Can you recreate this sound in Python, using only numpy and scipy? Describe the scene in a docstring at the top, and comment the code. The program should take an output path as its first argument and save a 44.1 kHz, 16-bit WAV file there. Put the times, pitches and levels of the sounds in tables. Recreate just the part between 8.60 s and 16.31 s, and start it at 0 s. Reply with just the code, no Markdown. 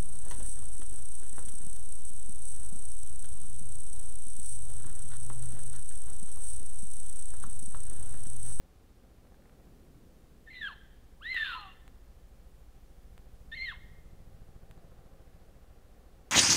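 """A distant helicopter throbs; a few sharper cracks of its blades stand out as soft, dry clicks.
Then a puma in a forest clearing gives three whistling, rasping cries, and the trees throw them back.
Its tight vocal folds make the whistle; air swirling through its throat makes the rasp.
The helicopter's blades push the air as they pass, over a roar of churned air.
A small camera adds its hiss, a thin whine and a few electrical ticks."""
import sys
import numpy as np
from scipy import signal
from scipy.fft import rfft, irfft, next_fast_len
from scipy.io import wavfile
from scipy.ndimage import map_coordinates

SR = 44100
rng = np.random.default_rng(int(sys.argv[2]) if len(sys.argv) > 2 else 0)


def put_to_file(sound):
    """Save the sound as 16-bit audio at rate SR, in the file named by the first command-line argument."""
    columns = np.atleast_2d(sound).T  # one column per channel
    safe = np.clip(columns, -1, 1)
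    whole_steps = np.round(safe * 32767)
    wavfile.write(sys.argv[1], SR, whole_steps.astype(np.int16))


N = 340011
TIME = np.arange(N) / SR

# The three cries, and a lower tone under the long one's end: time_s, pitch_hz, whistle_db, rasp_db
FIRST_CRY = [(1.862, 1866, -68, -75), (1.878, 1808, -48.5, -72), (1.899, 1809, -52, -74),
             (1.906, 2170, -49, -72), (1.925, 2015, -52, -64.5), (1.957, 2020, -45.5, -61),
             (2.007, 1935, -49.5, -63), (2.02, 1777, -34, -57), (2.075, 1557, -37.5, -56),
             (2.098, 1140, -44.5, -58.5), (2.125, 943, -61.5, -59), (2.17, 744, -80, -84)]
LONG_CRY = [(2.604, 955, -57, -88), (2.631, 1590, -48.5, -67), (2.665, 1882, -37.5, -60),
            (2.712, 2096, -33, -59), (2.761, 1960, -34, -50), (2.767, 1870, -33, -43.5),
            (2.83, 1751, -29, -49), (2.856, 1622, -37.5, -44), (2.94, 1328, -38.5, -47),
            (2.98, 1275, -44.5, -56), (3.075, 1142, -51.5, -63), (3.149, 1052, -81, -72)]
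LAST_CRY = [(4.915, 1790, -57, -64), (4.921, 1787, -40.5, -59), (4.945, 1837, -39, -66),
            (4.951, 2167, -47, -60), (4.967, 2180, -44, -62), (4.982, 2038, -38, -65),
            (5.045, 2147, -34.5, -60), (5.075, 1917, -39.5, -60), (5.087, 1882, -33.5, -56),
            (5.112, 1592, -40.5, -60), (5.127, 1063, -47.5, -54.5), (5.165, 830, -73, -72)]
UNDERTONE = [(2.947, 1030, -54, -81), (2.954, 1015, -40.5, -80), (2.977, 1028, -40.5, -76),
             (2.992, 856, -56.5, -85), (3.065, 767, -53, -86), (3.11, 735, -78, -86)]
# The voice's tone colours (which frequencies are strong or weak): frequency_hz, gain_db
THROAT_COLOUR = [(300, -35), (900, -35), (1200, -6.5), (1500, -16), (1950, -7), (2330, -9.5), (2650, 3.5),
                 (3800, -3), (4300, -6), (4550, -25.5), (5050, -21.5), (5500, -45), (15500, -35)]  # the open throat
OCTAVE_COLOUR = [(2000, -19), (2400, -17), (2700, 7), (3200, 5), (3600, 1), (4200, 1), (4500, -19)]  # how the throat passes the whistle's octave
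BREATH_COLOUR = [(3000, -17), (5000, -9), (6200, -1), (7300, 1.5), (8800, -5.5), (9700, 1), (10200, 2.5),
                 (10900, -2), (11500, -1), (12500, -2)]  # hiss past the teeth
# Narrow bands where the throat rings: centre_hz, width_hz, gain_db
THROAT_RINGS = [(2860, 76, 0.5), (3540, 100, -1), (4240, 140, 0)]
# The voice breaks into the scream: start_s, level_db
VOICE_CRACKS = [(2.765, -26), (2.7726, -24)]
# Brief, wavering tones in and just after the cries: start_s, length_s, pitch_hz, level_db
BRIEF_TONES = [(1.923, 0.052, 2370, -59), (1.943, 0.053, 3680, -56.5), (2.078, .017, 4220, -55),
               (2.101, 0.044, 1715, -49.5), (2.126, 0.015, 4130, -58.5), (2.814, 0.085, 3563, -42),
               (2.925, 0.033, 2780, -47), (2.954, 0.071, 4160, -53), (3.003, 0.047, 2780, -55.5),
               (3.071, 0.068, 2780, -57), (4.963, 0.027, 3120, -55), (5.048, 0.037, 3090, -51.5)]
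# How long the forest's echo takes to fade by 60 dB: frequency_hz, fade_s
ECHO_FADE = [(500, 0.49), (1200, 0.87), (2000, 0.82), (3300, 0.88), (4500, 0.51), (12000, .3)]
# The echo's tone colour: frequency_hz, gain_db
ECHO_COLOUR = [(500, 12), (1200, -5), (1750, -1.5), (2100, 5), (2450, -7.5), (3300, 4), (4200, -3),
               (9000, -9)]
# How often a helicopter blade passes: time_s, passes_per_s
BLADE_RATE = [(0, 15.1), (2, 13.4), (3.5, 13.45), (4.5, 13.9), (5.3, 13.9), (6.3, 14.02), (7.71, 13.8)]
# The rotor's loudness as it draws near and moves off: time_s, level_db
THUMP_LEVEL = [(0, -58.5), (1.4, -58.5), (2.8, -54), (3.8, -54), (5.1, -52), (6.2, -55.5), (7.71, -56)]
# Tone colours of the helicopter's three pulses and three noises: frequency_hz, gain_db
THUMP_COLOUR = [(14, 4.5), (28, -12.5), (42, -0.5), (56, 2), (70, -7), (84, -19)]
SLAP_COLOUR = [(56, -33), (84, -15), (97, 4), (125, -0.5), (160, 0), (200, -0.5), (260, -34)]
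THROB_COLOUR = [(14, 5), (28, 2.5), (42, -9)]
RUMBLE_COLOUR = [(5, -21.5), (25, 2.5), (60, 2.5), (100, -1), (200, -17.5), (400, -36.5)]
ROAR_COLOUR = [(40, -10), (130, -1.5), (230, -1.5), (380, -8.5), (520, -13), (900, -36.5)]
SWISH_COLOUR = [(200, -33), (350, 0), (440, 1), (485, 2), (535, 3.5), (620, -3), (790, -0.5), (930, -17.5),
                (1100, -10), (1800, -15.5), (2500, -24), (6000, -38)]
# Helicopter sounds that swell and fade: peak_s, half_width_s, level_db
SLAP_SWELLS = [(2.1, 0.27, -67.5), (5.7, 0.99, -59)]
THROB_SWELL = [(5.8, 0.68, -56.5)]
WAKE_CUTS = [(.85, 0.47, -54), (6.3, 0.49, -51.5)]  # blades cut their own wake (stirred air), cracking and swishing
ROAR_SWELL = [(1.25, 0.72, -61)]
# Sharper cracks of the blades that stand out as soft, dry clicks: start_s, peak_db
BLADE_CLICKS = [(0.6693, -58), (.7435, -55.5), (0.822, -59), (0.856, -54.5), (.8955, -51)]
# The tone colour of the camera's hiss: frequency_hz, gain_db
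HISS_COLOUR = [(30, -29), (900, 12), (2000, 6), (4000, 3), (6000, 0), (10000, -2.5), (15500, -7.5)]
# Electrical ticks, each jumping up (+1) or down (-1): start_s, level_db, direction
TICKS = [(2.745, -35, 1), (3.012, -46, -1), (3.279, -41, 1), (4.5792, -42, -1), (6.1118, -41.5, 1)]


def cry(rows, octave_db=-50, octave_growth=0.69, bloom_db=0, bloom_s=0.075,
        closing_s=.1, closing_db_per_s=450, between_db=0, third_db=-28, fourth_db=-35,
        jitter=0.0051, rough_jitter=0.036, shimmer=0.28, rough_shimmer=0.26,
        buzz_depth=.9, buzz_hz=430, fray_db=-5, fray_per_s=750,
        flutter=0.17, flutter_per_s=450, rasp_db=-1, breath_db=-40.5, rasp_breath=3.3):
    """Tight vocal folds whistle; strained, they flutter and the air rasps. Gives (start_s, sound)."""
    t = np.arange(rows[0][0], rows[-1][0], 1 / SR)
    hz, whistle, rasp = curves(rows, t)
    roughness = amp(rasp) / (amp(rasp) + amp(whistle))
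    # the octave (twice the pitch) follows the whistle, can start softly, and gives out at the end
    octave = octave_db + octave_growth * (whistle - whistle.max()) + at_hz(OCTAVE_COLOUR, 2 * hz)
    octave += bloom_db * np.exp(-(t - t[0]) / bloom_s)
    octave -= closing_db_per_s * np.maximum(t - t[-1] + closing_s, 0)
    # jitter shakes the pitch; shimmer shakes the loudness
    pitch_shake = (jitter + rough_jitter * roughness) * wander(t, 560)
    phase = 2 * np.pi * np.cumsum(hz * (1 + pitch_shake)) / SR
    upper = np.minimum(octave, -50)  # the faint top overtones stop growing with effort
    tone = 0
    for k, db in enumerate([whistle, octave, upper + third_db, upper + fourth_db], 1):
        level_shake = (shimmer + rough_shimmer * roughness) * wander(t, 260.6)
        tone += amp(db) * np.cos(k * phase) * (1 + level_shake)
    # a slower, unsteady vibration adds tones on either side of the whistle
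    buzz = np.cos(2 * np.pi * np.cumsum(buzz_hz * (1 + 0.223 * wander(t, 200))) / SR)
    tone *= 1 + buzz_depth * roughness * buzz
    # every other cycle differs now and then, adding a tone between whistle and octave
    tone += amp(np.minimum(rasp, octave) + between_db) * wander(t, 99) * np.cos(1.5 * phase)
    # swirling air shakes the folds too, fraying the whistle into noise
    fray = wander(t, fray_per_s) * np.cos(phase) + wander(t, fray_per_s) * np.sin(phase)
    tone += amp(rasp + fray_db) * fray
    puffs = rng.standard_normal(N)[:len(t)] * np.exp(flutter * wander(t, flutter_per_s))
    effort = amp(whistle) + amp(octave) + rasp_breath * amp(rasp)
    breath = amp(breath_db) * effort * coloured(puffs, BREATH_COLOUR)
    breath = signal.lfilter(*signal.butter(2, 13000, fs=SR), breath)  # distance dulls the hiss
    voice = tone + breath + amp(rasp + rasp_db) * throat(puffs)
    return t[0], voice * signal.windows.tukey(len(t), .02)


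def throat(x):
    """The throat shapes the rasp with a broad tone colour and a few narrow bands."""
    hz = np.fft.rfftfreq(len(x), 1 / SR)
    rings_db = sum(db / (1 + (2 * (hz - centre) / width) ** 2) for centre, width, db in THROAT_RINGS)
    return coloured(irfft(rfft(x) * amp(rings_db), len(x)), THROAT_COLOUR)


def voice_crack(db, low_hz=1900, high_hz=2750, high_share=0.51, rise_s=0.0014):
    """One hard snap of the vocal folds rings the throat for a few cycles."""
    t = TIME[:SR // 100]
    ring = np.sin(2 * np.pi * low_hz * t) + high_share * np.sin(2 * np.pi * high_hz * t)
    return amp(db) * ring / (1 + high_share) * t / rise_s * np.exp(1 - t / rise_s)


def brief_tone(length_s, hz, db, jitter=0.014, shimmer=0.26):
    """A short, wavering tone, from the voice or its echo."""
    t = TIME[:round(length_s * SR)]
    tone = np.sin(2 * np.pi * np.cumsum(hz * (1 + jitter * wander(t, 474))) / SR)
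    return amp(db) * tone * (1 + shimmer * wander(t, 234)) * signal.windows.tukey(len(t), .5)


def forest_echo(x, tail_db=-15, build_s=0.0079, trunk_db=-24, trunk_count=6):
    """Near trunks answer first; scattered sound builds up and dies away, the highest notes soonest."""
    hz, t, bands = signal.stft(rng.standard_normal(SR), SR, nperseg=256)
    fading = amp(at_hz(ECHO_COLOUR, hz)[:, None] - 60 * t / at_hz(ECHO_FADE, hz)[:, None])
    building = 1 - np.exp(-t / build_s)
    tail = signal.istft(bands * fading * building, SR, nperseg=256)[1]
    voice_band = abs(rfft(tail, SR))[1000:4000]  # 1000 to 4000 Hz
    tail /= np.sqrt(np.mean(voice_band ** 2))
    delays_s = rng.uniform(.008, .05, trunk_count)
    trunks = sum(np.pad(x, (round(s * SR), 0))[:N] for s in delays_s)
    return amp(trunk_db) * trunks + amp(tail_db) * signal.fftconvolve(x, tail)[:N]


def helicopter(pass_s=5.317, slap_db=-1, rumble_db=-8, roar_db=-66.5, echo_s=0.01844, echo_share=0.54,
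               swish_db=-73, swish_db_per_s=0.79, wake_swish_db=-16, chop=0.16):
    """Blades pulse over the roar of churned air; the swish surges each time a blade passes."""
    passes = np.cumsum(curves(BLADE_RATE, TIME)[0]) / SR
    passes -= np.interp(pass_s, TIME, passes)  # one blade passes exactly at pass_s
    thump_db = curves(THUMP_LEVEL, TIME)[0]
    slaps = blade_pulses(passes, SLAP_COLOUR, tone_count=18)
    slaps = unit(slaps + echo_share * np.roll(slaps, round(echo_s * SR)))  # echo off the ground
    pulses = amp(thump_db) * blade_pulses(passes, THUMP_COLOUR, tone_count=6)
    pulses += amp(slap_db) * swells(SLAP_SWELLS) * slaps + blade_cracks(passes)
    pulses += swells(THROB_SWELL) * blade_pulses(passes, THROB_COLOUR, tone_count=3)
    rumble = amp(thump_db + rumble_db) * noise(RUMBLE_COLOUR)
    roar = np.hypot(amp(roar_db), swells(ROAR_SWELL)) * noise(ROAR_COLOUR)
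    swish_gain = np.hypot(amp(swish_db + swish_db_per_s * TIME), amp(wake_swish_db) * swells(WAKE_CUTS))
    surge = unit(np.exp(chop * np.cos(2 * np.pi * passes)))
    return pulses + rumble + roar + swish_gain * surge * noise(SWISH_COLOUR)


def blade_pulses(passes, colour, tone_count):
    """Each blade pushes and pulls the air; moving air shifts each tone's strength and timing a little."""
    t, passes = TIME[::16], passes[::16]  # low tones need fewer samples
    rate_hz = np.mean(curves(BLADE_RATE, t))
    pulses = 0
    for k in range(1, tone_count + 1):
        fading_db, drift = 1.2 * wander(t, 1), .35 * wander(t, .8)
        pulses -= amp(at_hz(colour, k * rate_hz) + fading_db) * np.sin(2 * np.pi * k * passes + drift)
    return unit(np.interp(TIME, t, pulses))


def blade_cracks(passes, width_s=0.0009, spread_db=3):
    """A blade that cuts the wake of the one before gives a short, sharp spike."""
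    hits = np.diff(np.floor(passes), prepend=np.floor(passes[0]))
    strength = swells(WAKE_CUTS) * amp(spread_db * wander(TIME, 23))
    age = TIME[:SR // 100] / width_s
    spike = 2 * (1 - age) * np.exp(-age) * np.minimum(3 * age, 1)
    return signal.oaconvolve(hits * strength, spike)[:N]


def blade_click(db, band_hz=(350, 1700), decay_s=0.0018):
    """A sharper blade crack, heard as a dry click that dies within milliseconds."""
    t = TIME[:SR // 80]
    burst = rng.standard_normal(len(t)) * np.exp(-t / decay_s)
    puff = signal.lfilter(*signal.butter(2, band_hz, "bandpass", fs=SR), burst)
    return amp(db) * puff / abs(puff).max()


def electronics(hiss_db=-73, whine_hz=13629, whine_db=-90, tick_s=.00018):
    """The camera's amplifier hisses, with a thin whine and brief electrical ticks."""
    out = amp(hiss_db) * noise(HISS_COLOUR) + amp(whine_db) * np.sin(2 * np.pi * whine_hz * TIME)
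    for start_s, db, direction in TICKS:
        add(out, start_s, direction * amp(db) * np.ones(round(tick_s * SR)))
    return out


def amp(db):
    """Turns decibels into a number to multiply by."""
    return 10 ** (np.asarray(db) / 20)


def unit(x):
    """Scales a sound to an average strength (rms) of 1."""
    return x / np.sqrt(np.mean(x ** 2) + 1e-20)


def at_hz(points, hz):
    """Reads a table at the frequencies hz, with octaves evenly spaced."""
    table_hz, value = np.transpose(points)
    return np.interp(np.log(hz + 1), np.log(table_hz + 1), value)


def curves(rows, t):
    """Reads a table's columns at the times t."""
    time_s, *columns = np.transpose(rows)
    return [np.interp(t, np.sort(time_s), column) for column in columns]


def coloured(x, colour):
    """Gives x a tone colour, at strength 1."""
    gain = amp(at_hz(colour, np.fft.rfftfreq(len(x), 1 / SR)))
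    return unit(irfft(rfft(x) * gain, len(x)))


def noise(colour):
    """Steady noise with a tone colour."""
    return coloured(rng.standard_normal(next_fast_len(N, True)), colour)[:N]


def wander(t, rate):
    """A smooth random wobble of size about 1, with rate new values a second."""
    targets = rng.standard_normal(8192)
    return map_coordinates(targets, [(t - t[0]) * rate], order=2, mode="wrap")


def swells(rows):
    """Loudness that rises to each row's peak and falls away again."""
    return sum(amp(db) / (1 + ((TIME - peak_s) / width_s) ** 2) for peak_s, width_s, db in rows)


def add(mix, start_s, sound):
    """Mixes a sound in at start_s."""
    part = mix[round(start_s * SR):][:len(sound)]
    part += sound[:len(part)]


def scene():
    """The puma and its echo over the background."""
    puma, blade_clicks = np.zeros((2, N))
    add(puma, *cry(FIRST_CRY, octave_db=-45.5, octave_growth=0.26, bloom_db=-27, closing_s=0.094,
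                   between_db=-14, rasp_db=-2, third_db=-28, buzz_depth=0.43))
    add(puma, *cry(LONG_CRY, octave_db=-43.5, closing_s=0.32,
                   between_db=-8, rasp_db=1.0, third_db=-33, buzz_depth=0.66))
    add(puma, *cry(UNDERTONE, jitter=0.0092, shimmer=0.19))
    add(puma, *cry(LAST_CRY, octave_db=-45.0, closing_s=0.065, shimmer=0.33,
                   between_db=-15, rasp_db=0.5, third_db=-27, buzz_depth=0.28))
    for start_s, db in VOICE_CRACKS:
        add(puma, start_s, voice_crack(db))
    for start_s, length_s, hz, db in BRIEF_TONES:
        add(puma, start_s, brief_tone(length_s, hz, db))
    for start_s, db in BLADE_CLICKS:
        add(blade_clicks, start_s, blade_click(db))
    return (puma + forest_echo(puma) + blade_clicks + helicopter() + electronics())[None]


def record(dry):
    """The camera cuts off the very highest frequencies."""
    cutoff_hz = 15750
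    low_pass = signal.firwin(511, cutoff_hz, window=("kaiser", 9), fs=SR)
    return signal.oaconvolve(dry, low_pass[None], "same")


dry = scene()
out = record(dry)
put_to_file(out)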